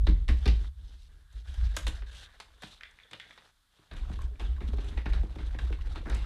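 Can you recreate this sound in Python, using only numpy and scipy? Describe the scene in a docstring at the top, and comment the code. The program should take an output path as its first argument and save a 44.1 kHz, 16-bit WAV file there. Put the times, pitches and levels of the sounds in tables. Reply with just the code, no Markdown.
"""Hands pat potting soil in a plastic pot on a light table, grab and lift a plastic bucket, then shake soil out
of it in clumps. Knocks, crunch and grit are grain noise shaped by blow envelopes; thuds ring hollow plastic
resonances. Crumbs and cloth rustle as patchy grain noise, lumps of running soil ring briefly. The table
shudders as a wandering low tone over rumble. Walls briefly answer the hits; a faint hiss stays."""
import sys
import numpy as np
from scipy import signal
from scipy.fft import rfft, irfft, next_fast_len
from scipy.io import wavfile

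SR = 44100
rng = np.random.default_rng(int(sys.argv[2]) if len(sys.argv) > 2 else 0)


def bounce(signal):
    """Save signal as a 16-bit WAV file at the path given by the first command-line argument."""
    frames = np.transpose(np.atleast_2d(signal))
    limited = np.clip(frames, -1, 1)
    pcm = np.round(limited * 32767).astype(np.int16)
    wavfile.write(sys.argv[1], SR, pcm)


N = 275777   # length in samples

# spectrum of plastic being knocked, also of crumbly scraping: f/Hz, relative density/dB
KNOCK_SPECTRUM = [(400, -5), (750, -2.5), (1250, -2), (1620, 0.5), (2100, -5), (3000, -19.5)]
# spectrum of crumbs being crushed: f/Hz, relative density/dB
CRUNCH_SPECTRUM = [(1900, -13), (2800, -3), (3700, 1.5), (4600, -8), (6500, -21.5)]
# spectrum of the finest, brightest grains: f/Hz, relative density/dB
GRIT_SPECTRUM = [(4000, -19.5), (6000, -3), (8000, -3.5), (11000, -10.5), (16000, -35.5)]
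# resonances of hollow plastic, pot or bucket: f/Hz, width/Hz, relative level/dB
PLASTIC_MODES = [(105.5, 11.9, 6), (164.5, 20.6, 4), (228.7, 37.3, 1), (312, 22.9, 2), (384.7, 41, -1.5),
                 (460, 106, -6.5), (747, 245, -14)]
# each shake of the bucket lets soil run: start/s, end/s, flow level/dB
SOIL_RUNS = [(3.923, 4.06, -67.5), (4.05, 4.284, -62), (4.287, 4.61, -69.5), (4.628, 5.008, -63),
             (5.07, 5.256, -61), (5.298, 5.49, -64), (5.516, 5.736, -62.5), (5.793, 6.022, -62),
             (6.044, 6.3, -63.5)]


def blows():
    """Each blow knocks the plastic, crushes crumbs (crunch, grit) and thuds on hollow plastic, which rings on."""
    s, knock_db, thud_db, crunch_db, grit_db, t60 = all_blows()
    grains = crumbs(4000, spread_db=1.5)
    lumps = crumbs(900, spread_db=3.5)
    first = np.round((s + .002) * SR).astype(int)   # the first contact is always a big grain
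    grains[first] = amp(7.5)
    grains = blotchy(grains)
    lumps[first] = amp(13.5)
    fine_grains = crumbs(3000, spread_db=0.5)

    knock_env = strokes(s, knock_db - 9, t60, rise_s=0.0008, crack_db=-3.5)
    crunch_env = strokes(s, knock_db + crunch_db - 9, 1.57 * t60, rise_s=0.0013, crack_db=8.0)
    grit_env = strokes(s, knock_db + grit_db - 15.5, 1.2 * t60, rise_s=0.00019, crack_db=8.5)
    thud_env = strokes(s, knock_db + thud_db, 0.96 * t60, rise_s=0.0029, crack_db=3.0)

    knock = colour(grains, KNOCK_SPECTRUM) * knock_env
    crunch = colour(grains, CRUNCH_SPECTRUM) * crunch_env
    grit = colour(fine_grains, GRIT_SPECTRUM) * grit_env
    thud = hollow_plastic(rms_one(lumps) * thud_env)
    return knock + crunch + grit + thud


def all_blows():
    """Pats, grabs and clumps as one list; each layer of a blow scales from its knock level and decay."""
    # the hand pats the soil: t/s, knock level/dB, then thud, grit and crunch re knock/dB
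    pat_rows = [(0.068, -27.5, -1.5, -24, -6.5), (0.28, -39, 1, -8, 4.5), (0.287, -28, -4, -12, -6),
                (0.456, -24, -5, -20, -6.5), (0.477, -43.5, 12, 1, 16)]
    # the bucket is touched, gripped, lifted and tipped: t/s, knock level/dB, thud and grit re knock/dB
    grab_rows = [(1.541, -49.5, -11, 0.5), (1.766, -24.5, -18, 1.5), (1.867, -25, -17.5, -9),
                 (1.879, -32, -6, -1.5), (2.02, -38.5, -17.5, -66), (2.4, -34.5, -27, -7),
                 (2.621, -34.5, -22, -9.5), (2.633, -32, -9, -12), (3.111, -42, -11, -10.5),
                 (3.131, -32, -19, -15.5), (3.376, -41, -35, -20), (3.786, -57, -2, -19)]
    # clumps land in the pot and spill: t/s, knock level/dB, thud and grit re knock/dB, spill's base t60/s
    clump_rows = [(3.912, -42, -6, -24, 0.26), (3.965, -44.5, -26, -7, 0.21),
                  (4.098, -55, 18.5, -19, 0.048), (4.396, -40.5, -0.5, -10, 0.36),
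                  (4.605, -41, 1.5, -26, 0.18), (4.732, -42.5, 10, -31, 0.058),
                  (4.783, -34.5, -5, -38, 0.082), (4.844, -48, -4.5, -6, 0.51),
                  (4.973, -30.5, -11, -23.5, 0.097), (5.057, -26.5, -6, -45, 0.1),
                  (5.132, -34, -12, -15.5, 0.17), (5.232, -53.5, 19, -24, 0.063),
                  (5.357, -43, 8.5, -56, 0.051), (5.385, -41, -7, -22, 0.3), (5.544, -39.5, -2, -35, 0.084),
                  (5.587, -33, -12.5, -15.5, 0.088), (5.701, -58, 19.5, -29, 0.1),
                  (5.726, -33.5, -11, -18, 0.043), (5.957, -33.5, -12, -21, 0.12),
                  (6.056, -35, -4, -69, 0.35), (6.099, -37, -13, -18, 0.68), (6.147, -46.5, -0.5, 1, 0.17)]
    # crunch of grabs and of clumps: base re knock/dB, added crunch per dB of grit/dB
    grab_crunch = (-3.5, 0.12)
    clump_crunch = (-1.55, 0.31)
    pat_t60_s, grab_t60_s = 0.11, 0.066   # base decays, stretched per layer

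    pats = [(*row[:4], pat_t60_s, row[4], 0) for row in pat_rows]
    grabs = [(*row, grab_t60_s, *grab_crunch) for row in grab_rows]
    clumps = [(*row, *clump_crunch) for row in clump_rows]
    s, knock_db, thud_db, grit_db, t60, crunch_db, slope = np.transpose(pats + grabs + clumps)
    return s, knock_db, thud_db, crunch_db + slope * grit_db, grit_db, np.maximum(t60, .02)


def thumps():
    """One soft push per thump rings the pot's resonances, the nearer the favoured pitch the stronger."""
    # the palm's weight lands and sets the pot ringing: t/s, level/dB, favoured f/Hz
    thump_rows = [(.088, -31, 307), (.097, -33, 161), (.3, -34, 231), (.515, -39, 170)]
    loss_db_per_octave, push_s = 23, 0.00395

    s, level_db, favoured_hz = np.transpose(thump_rows)
    ringing = 0
    for hz, width, _ in PLASTIC_MODES:
        mode_db = level_db - loss_db_per_octave * abs(np.log2(hz / favoured_hz))
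        pushes = np.full(N, 1e-18)
        pushes[(s * SR).astype(int)] = SR / (np.pi * width) * amp(mode_db)
        ringing = ringing + resonance(pushes, hz, width)
    push = np.hanning(round(push_s * SR))   # soft contact rounds the onset
    return signal.lfilter(2 * push / push.sum(), 1, ringing)


def clods():
    """Small lumps drop at random while soil runs; each rings briefly at one of 14 pitches."""
    low_hz, high_hz, q, pitch_count = 227, 2840, 14.5, 14
    drops = crumbs(per_s=70, spread_db=5.0)
    dealt = rng.integers(0, pitch_count, N)
    rings = 0
    for k, hz in enumerate(np.geomspace(low_hz, high_hz, pitch_count)):
        ring = rms_one(resonance(drops * (dealt == k) + 1e-18, hz, hz / q))
        rings = rings + amp(-3.5 * np.log2(hz / low_hz)) * ring   # higher lumps are weaker
    return amp(5) * spans(SOIL_RUNS, edge_s=0.057)[0] * rms_one(rings)


def handle():
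    """Each tick is a sharp crack with a rattling tail, coloured by the rim's two broad resonances."""
    # the bucket's handle ticks against the rim: t/s, relative level/dB, upper resonance re lower/dB
    tick_rows = [(2.809, -31, -16), (2.834, -28.5, -4), (2.988, -40, -10), (3.0, -45, -2),
                 (3.034, -48.5, 7), (3.199, -26, -2), (3.3082, -38, 0)]
    # the rim's resonances, each passed twice: f/Hz, width of one pass/Hz
    rim_modes = [(1850, 860), (3400, 400)]

    s, level_db, upper_db = np.transpose(tick_rows)
    rattle = crumbs(3000, spread_db=1.5)
    rattle[np.round(s * SR).astype(int) + 20] = amp(8.0)   # the contact itself
    low, high = [rms_one(resonance(resonance(rattle, hz, width), hz, width)) for hz, width in rim_modes]
    low_env = strokes(s, level_db - 24, t60=0.29, rise_s=0.0001, crack_db=16)
    high_env = strokes(s, level_db + upper_db - 24, t60=0.29, rise_s=0.0001, crack_db=16)
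    return low * low_env + high * high_env


def snaps():
    """A snap is a few ms of bright noise."""
    # single hard crumbs snap against plastic: t/s, relative level/dB
    snap_rows = [(0.088, -51), (1.327, -61), (2.91, -62), (3.934, -60), (4.218, -51.5), (6.097, -46),
                 (6.147, -44.5)]
    s, level_db = np.transpose(snap_rows)
    noise = rng.standard_normal(N)
    bright = colour(noise, GRIT_SPECTRUM) + amp(-3.5) * colour(noise, CRUNCH_SPECTRUM)
    return bright * strokes(s, level_db, t60=0.025, rise_s=.0002, crack_db=-4.5)


def rustle():
    """Patchy grains: crumbly scrape, bright rustle, dull lumps against hollow plastic, and a hollow narrow
    band."""
    # something rubbed rings hollow in one narrow band: start/s, end/s, level/dB
    hollow_rows = [(1.1, 1.39, -77), (1.45, 1.75, -64.5), (2.06, 2.36, -64)]
    hollow_hz, hollow_width_hz = 1625, 170
    cloth_patchiness = 0.43   # share of the running soil's unevenness

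    scrape_gain, fine_gain, dull_gain = spans(stirrings(), edge_s=0.065)
    before_soil_runs = np.arange(N) / SR < SOIL_RUNS[0][0]
    patches = drift(28) * np.where(before_soil_runs, cloth_patchiness, 1)

    scrape = colour(blotchy(crumbs(600, spread_db=2.0)), KNOCK_SPECTRUM)
    scrape = scrape_gain * scrape * amp(1.7 * patches + 2.1 * drift(21))
    grit = crumbs(3000, spread_db=1.5)
    grains = blotchy(grit)
    fine = colour(grains, CRUNCH_SPECTRUM) + amp(-11.0) * colour(grit, GRIT_SPECTRUM)
    fine = fine_gain * fine * amp(3.94 * patches)
    dull = dull_gain * rms_one(hollow_plastic(crumbs(350, spread_db=2.5) * amp(2.0 * patches)))
    hollow_tone = rms_one(resonance(grains, hollow_hz, hollow_width_hz))
    hollow = spans(hollow_rows, edge_s=0.014)[0] * hollow_tone
    return scrape + fine + dull + hollow


def stirrings():
    """Scrape, bright rustle and dull patter levels of brushing hands and running soil."""
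    # hands and sleeves brush soil, leaf and bucket: start/s, end/s, scrape/dB, bright rustle re scrape/dB
    brush_rows = [(0, 0.232, -66.5, -2), (0.32, 0.667, -64.5, 2.5), (0.798, 0.969, -74, 4.5),
                  (0.985, 1.054, -81.5, 16.5), (1.1, 1.23, -77.5, 0.5), (1.333, 1.407, -70.5, 5),
                  (1.469, 1.782, -62, 1), (1.768, 1.991, -59, -2), (2.093, 2.244, -61, 6),
                  (2.258, 2.607, -69, -2), (2.637, 2.761, -66, 9), (2.78, 3.107, -71.5, -2.5),
                  (3.14, 3.484, -66, -1), (3.734, 3.892, -76, 2.5)]
    hands_leave_pot_s = 1.44
    dull_in_pot_db, dull_at_bucket_db = 4.5, -7.5   # re scrape
    pour_bright_db, pour_dull_db = -2.5, 3.5   # re flow

    rows = []
    for start, end, db, bright in brush_rows:
        dull = dull_in_pot_db if start < hands_leave_pot_s else dull_at_bucket_db
        rows.append((start, end, db, db + bright, db + dull))
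    for start, end, db in SOIL_RUNS:
        rows.append((start, end, db, db + pour_bright_db, db + pour_dull_db))
    return rows


def shudder():
    """The table rocks at a low pitch that wanders at random, over a wider rumble."""
    # slow trembling of the table while it is leant on and after it is let go: t/s, relative level/dB
    tremble_curve = [(0, -28), (.7, -45), (1.3, -57), (1.8, -36), (2.05, -41), (2.35, -60), (3.0, -68.5),
                     (3.85, -78.5), (6.25, -81)]
    # the table is jolted: t/s, relative level/dB
    jolt_rows = [(0.0, -18.5), (0.077, -12.5), (0.164, -25), (0.289, -15), (0.371, -22), (0.466, -15),
                 (0.518, -18), (.59, -24.5), (.815, -39.5), (1.342, -32), (1.472, -32), (1.576, -22),
                 (1.622, -16.5), (1.845, -24.5), (4.01, -29), (4.235, -29.5), (4.412, -25.5),
                 (4.486, -21.5), (4.64, -28), (4.725, -22.5), (4.958, -26.5), (5.094, -20.5), (5.16, -23.5),
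                 (5.415, -25.5), (5.62, -21.5), (5.68, -26), (6.095, -20.5)]
    # spectrum of the rumble: f/Hz, relative density/dB
    rumble_spectrum = [(15, -33.5), (27, 2), (45, 0), (75, -3.5), (100, -20), (140, -21.5), (200, -45)]
    rock_hz, rock_wander_hz = 55.62, 5.85   # centre and rms wander
    pour_shudder_db = 27   # re flow
    jolt_rock_db, jolt_rumble_db = 0.5, -6   # jolts mostly rock the table

    pitch_hz = rock_hz + rock_wander_hz * drift(7.94)
    rock = np.sqrt(2) * np.sin(2 * np.pi * np.cumsum(pitch_hz) / SR)
    rumble = colour(rng.standard_normal(N), rumble_spectrum)
    s, level_db = np.transpose(jolt_rows)
    jolts = strokes(s, level_db, t60=0.38, rise_s=0.015, crack_db=0)
    pouring = amp(pour_shudder_db) * spans(SOIL_RUNS, edge_s=0.03)[0]
    steady = np.hypot(amp(in_time(tremble_curve)[0]), pouring)
    rock_gain = np.hypot(amp(-5.5 + 2.1 * drift(12.0)) * steady, amp(jolt_rock_db) * jolts)
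    rumble_gain = np.hypot(steady, amp(jolt_rumble_db) * jolts)
    return rock_gain * rock + rumble_gain * rumble


def room(x):
    """Walls answer through eight feedback delays, each duller on every round, stepped block by block."""
    t60_s, wall_cut_hz = 0.29, 21000
    out = np.zeros(N)
    dull = np.exp(-2 * np.pi * wall_cut_hz / SR)
    lags = (rng.uniform(.01, .03, 8) * SR).astype(int)
    for k, lag in enumerate(lags):
        loop, state = x.copy(), [0.]
        gain = amp(-60 * lag / SR / t60_s)
        for i in range(lag, N, lag):
            back, state = signal.lfilter([gain * (1 - dull)], [1, -dull], loop[i - lag:i], zi=state)
            loop[i:i + lag] += back[:N - i]
        out += (loop - x) * (-1) ** k   # the echoes alone
    return out


def hiss():
    """Faint steady background noise."""
    # spectrum of the hiss: f/Hz, relative density/dB
    hiss_spectrum = [(22, 13), (100, 1.5), (500, -15.5), (1500, -4), (2580, -14), (3540, -4.5),
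                     (5870, -15.5), (10000, -15), (15500, -25.5)]
    return amp(-72.5) * colour(rng.standard_normal(N), hiss_spectrum)


def hollow_plastic(x):
    """Hollow plastic's resonances in parallel, scaled so that noise keeps about its level."""
    ringing = 0
    for k, (hz, width, level_db) in enumerate(PLASTIC_MODES):
        ringing = ringing + (-1) ** k * amp(level_db) * resonance(x, hz, width)
    return amp(19.5) * ringing


def resonance(x, hz, width):
    """One two-pole resonance with a gain of about 1 at its peak."""
    r = np.exp(-np.pi * width / SR)
    poles = [1, -2 * r * np.cos(2 * np.pi * hz / SR), r * r]
    return signal.lfilter([(1 - r * r) / 2, 0, (r * r - 1) / 2], poles, x)


def crumbs(per_s, spread_db):
    """Random clicks of very uneven size."""
    sizes = amp(spread_db * np.minimum(rng.exponential(1, N), 5)) * rng.choice([-1, 1], N)
    return sizes * (rng.random(N) < per_s / SR) + 1e-18


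def blotchy(x):
    """Third-octave bands swell and sink each on its own, so the colour keeps changing; rms 1."""
    size = next_fast_len(N)
    hz = np.arange(1, size // 2 + 2) * SR / size
    place = np.clip(3 * np.log2(hz / 500), 0, 10)   # band number, counted from 500 Hz
    spectrum = rfft(x, size)
    out = 0
    for k in range(11):
        band = irfft(spectrum * np.maximum(1 - abs(place - k), 0), size)[:N]
        out = out + amp(2.5 * drift(13)) * band
    return rms_one(out)


def strokes(times, level_db, t60, rise_s, crack_db):
    """Envelope of blows: a quick rise, a crack of a few ms on top, then a decay; powers add."""
    power = np.zeros(N)
    for s, db, t in np.broadcast(times, level_db, t60):
        start = round(s * SR)
        since = np.arange(min(round(t * SR), N - start)) / SR
        fall_db = crack_db * np.exp(-since / 0.0035) - 60 * since / t
        power[start:][:len(since)] += (amp(db + fall_db) * (1 - np.exp(-since / rise_s))) ** 2
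    return np.sqrt(power)


def spans(rows, edge_s):
    """Each level column as a gain per sample: on from start to end, with soft edges; powers add."""
    t, rows = np.arange(N) / SR, np.array(rows, float)
    power = np.zeros((rows.shape[1] - 2, N))
    for start, end, *levels in rows:
        on = np.clip(np.minimum(t - start, end - t) / edge_s + .5, 0, 1)
        power += amp(levels)[:, None] ** 2 * on
    return np.sqrt(power)


def in_time(rows):
    """Each curve column as a value per sample."""
    s, *columns = np.transpose(rows)
    return [np.interp(np.arange(N) / SR, s, c) for c in columns]


def drift(rate):
    """Slow random wander of rms about 1; a higher rate wanders faster."""
    r = np.exp(-80 * np.pi * rate / SR)   # one step per 40 samples
    noise = rng.standard_normal(N // 40 + 2002)
    slow = signal.lfilter([1], [1, -2 * r, r * r], noise)[2000:]   # settled part
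    return np.interp(np.arange(N) / 40, np.arange(len(slow)), rms_one(slow))


def colour(x, points):
    """Shapes a sound by a spectrum drawn over log frequency; rms 1."""
    size = next_fast_len(N)
    hz = np.maximum(np.arange(size // 2 + 1) * SR / size, 1)
    p = np.array(points)
    curve_db = np.interp(np.log(hz), np.log(p[:, 0]), p[:, 1], left=-90, right=-90)
    return rms_one(irfft(rfft(x, size) * amp(curve_db), size)[:N])


def rms_one(x):
    """Scaled to rms 1."""
    return x / np.sqrt(np.mean(x ** 2) + 1e-30)


def amp(db):
    """dB to gain."""
    return 10 ** (np.asarray(db) / 20)


def scene():
    """Hands, soil, bucket and table close by, over a faint hiss; the walls answer only the hits."""
    hits = blows() + thumps() + clods() + handle() + snaps()
    echoes = amp(-15.5) * room(hits)
    return (hits + echoes + rustle() + shudder() + hiss())[None]


def record(dry):
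    """The top is cut steeply, 60 dB down from 15.6 kHz upward."""
    return signal.sosfilt(signal.cheby2(16, 60, 15600, fs=SR, output="sos"), dry)


dry = scene()
out = record(dry)
bounce(out)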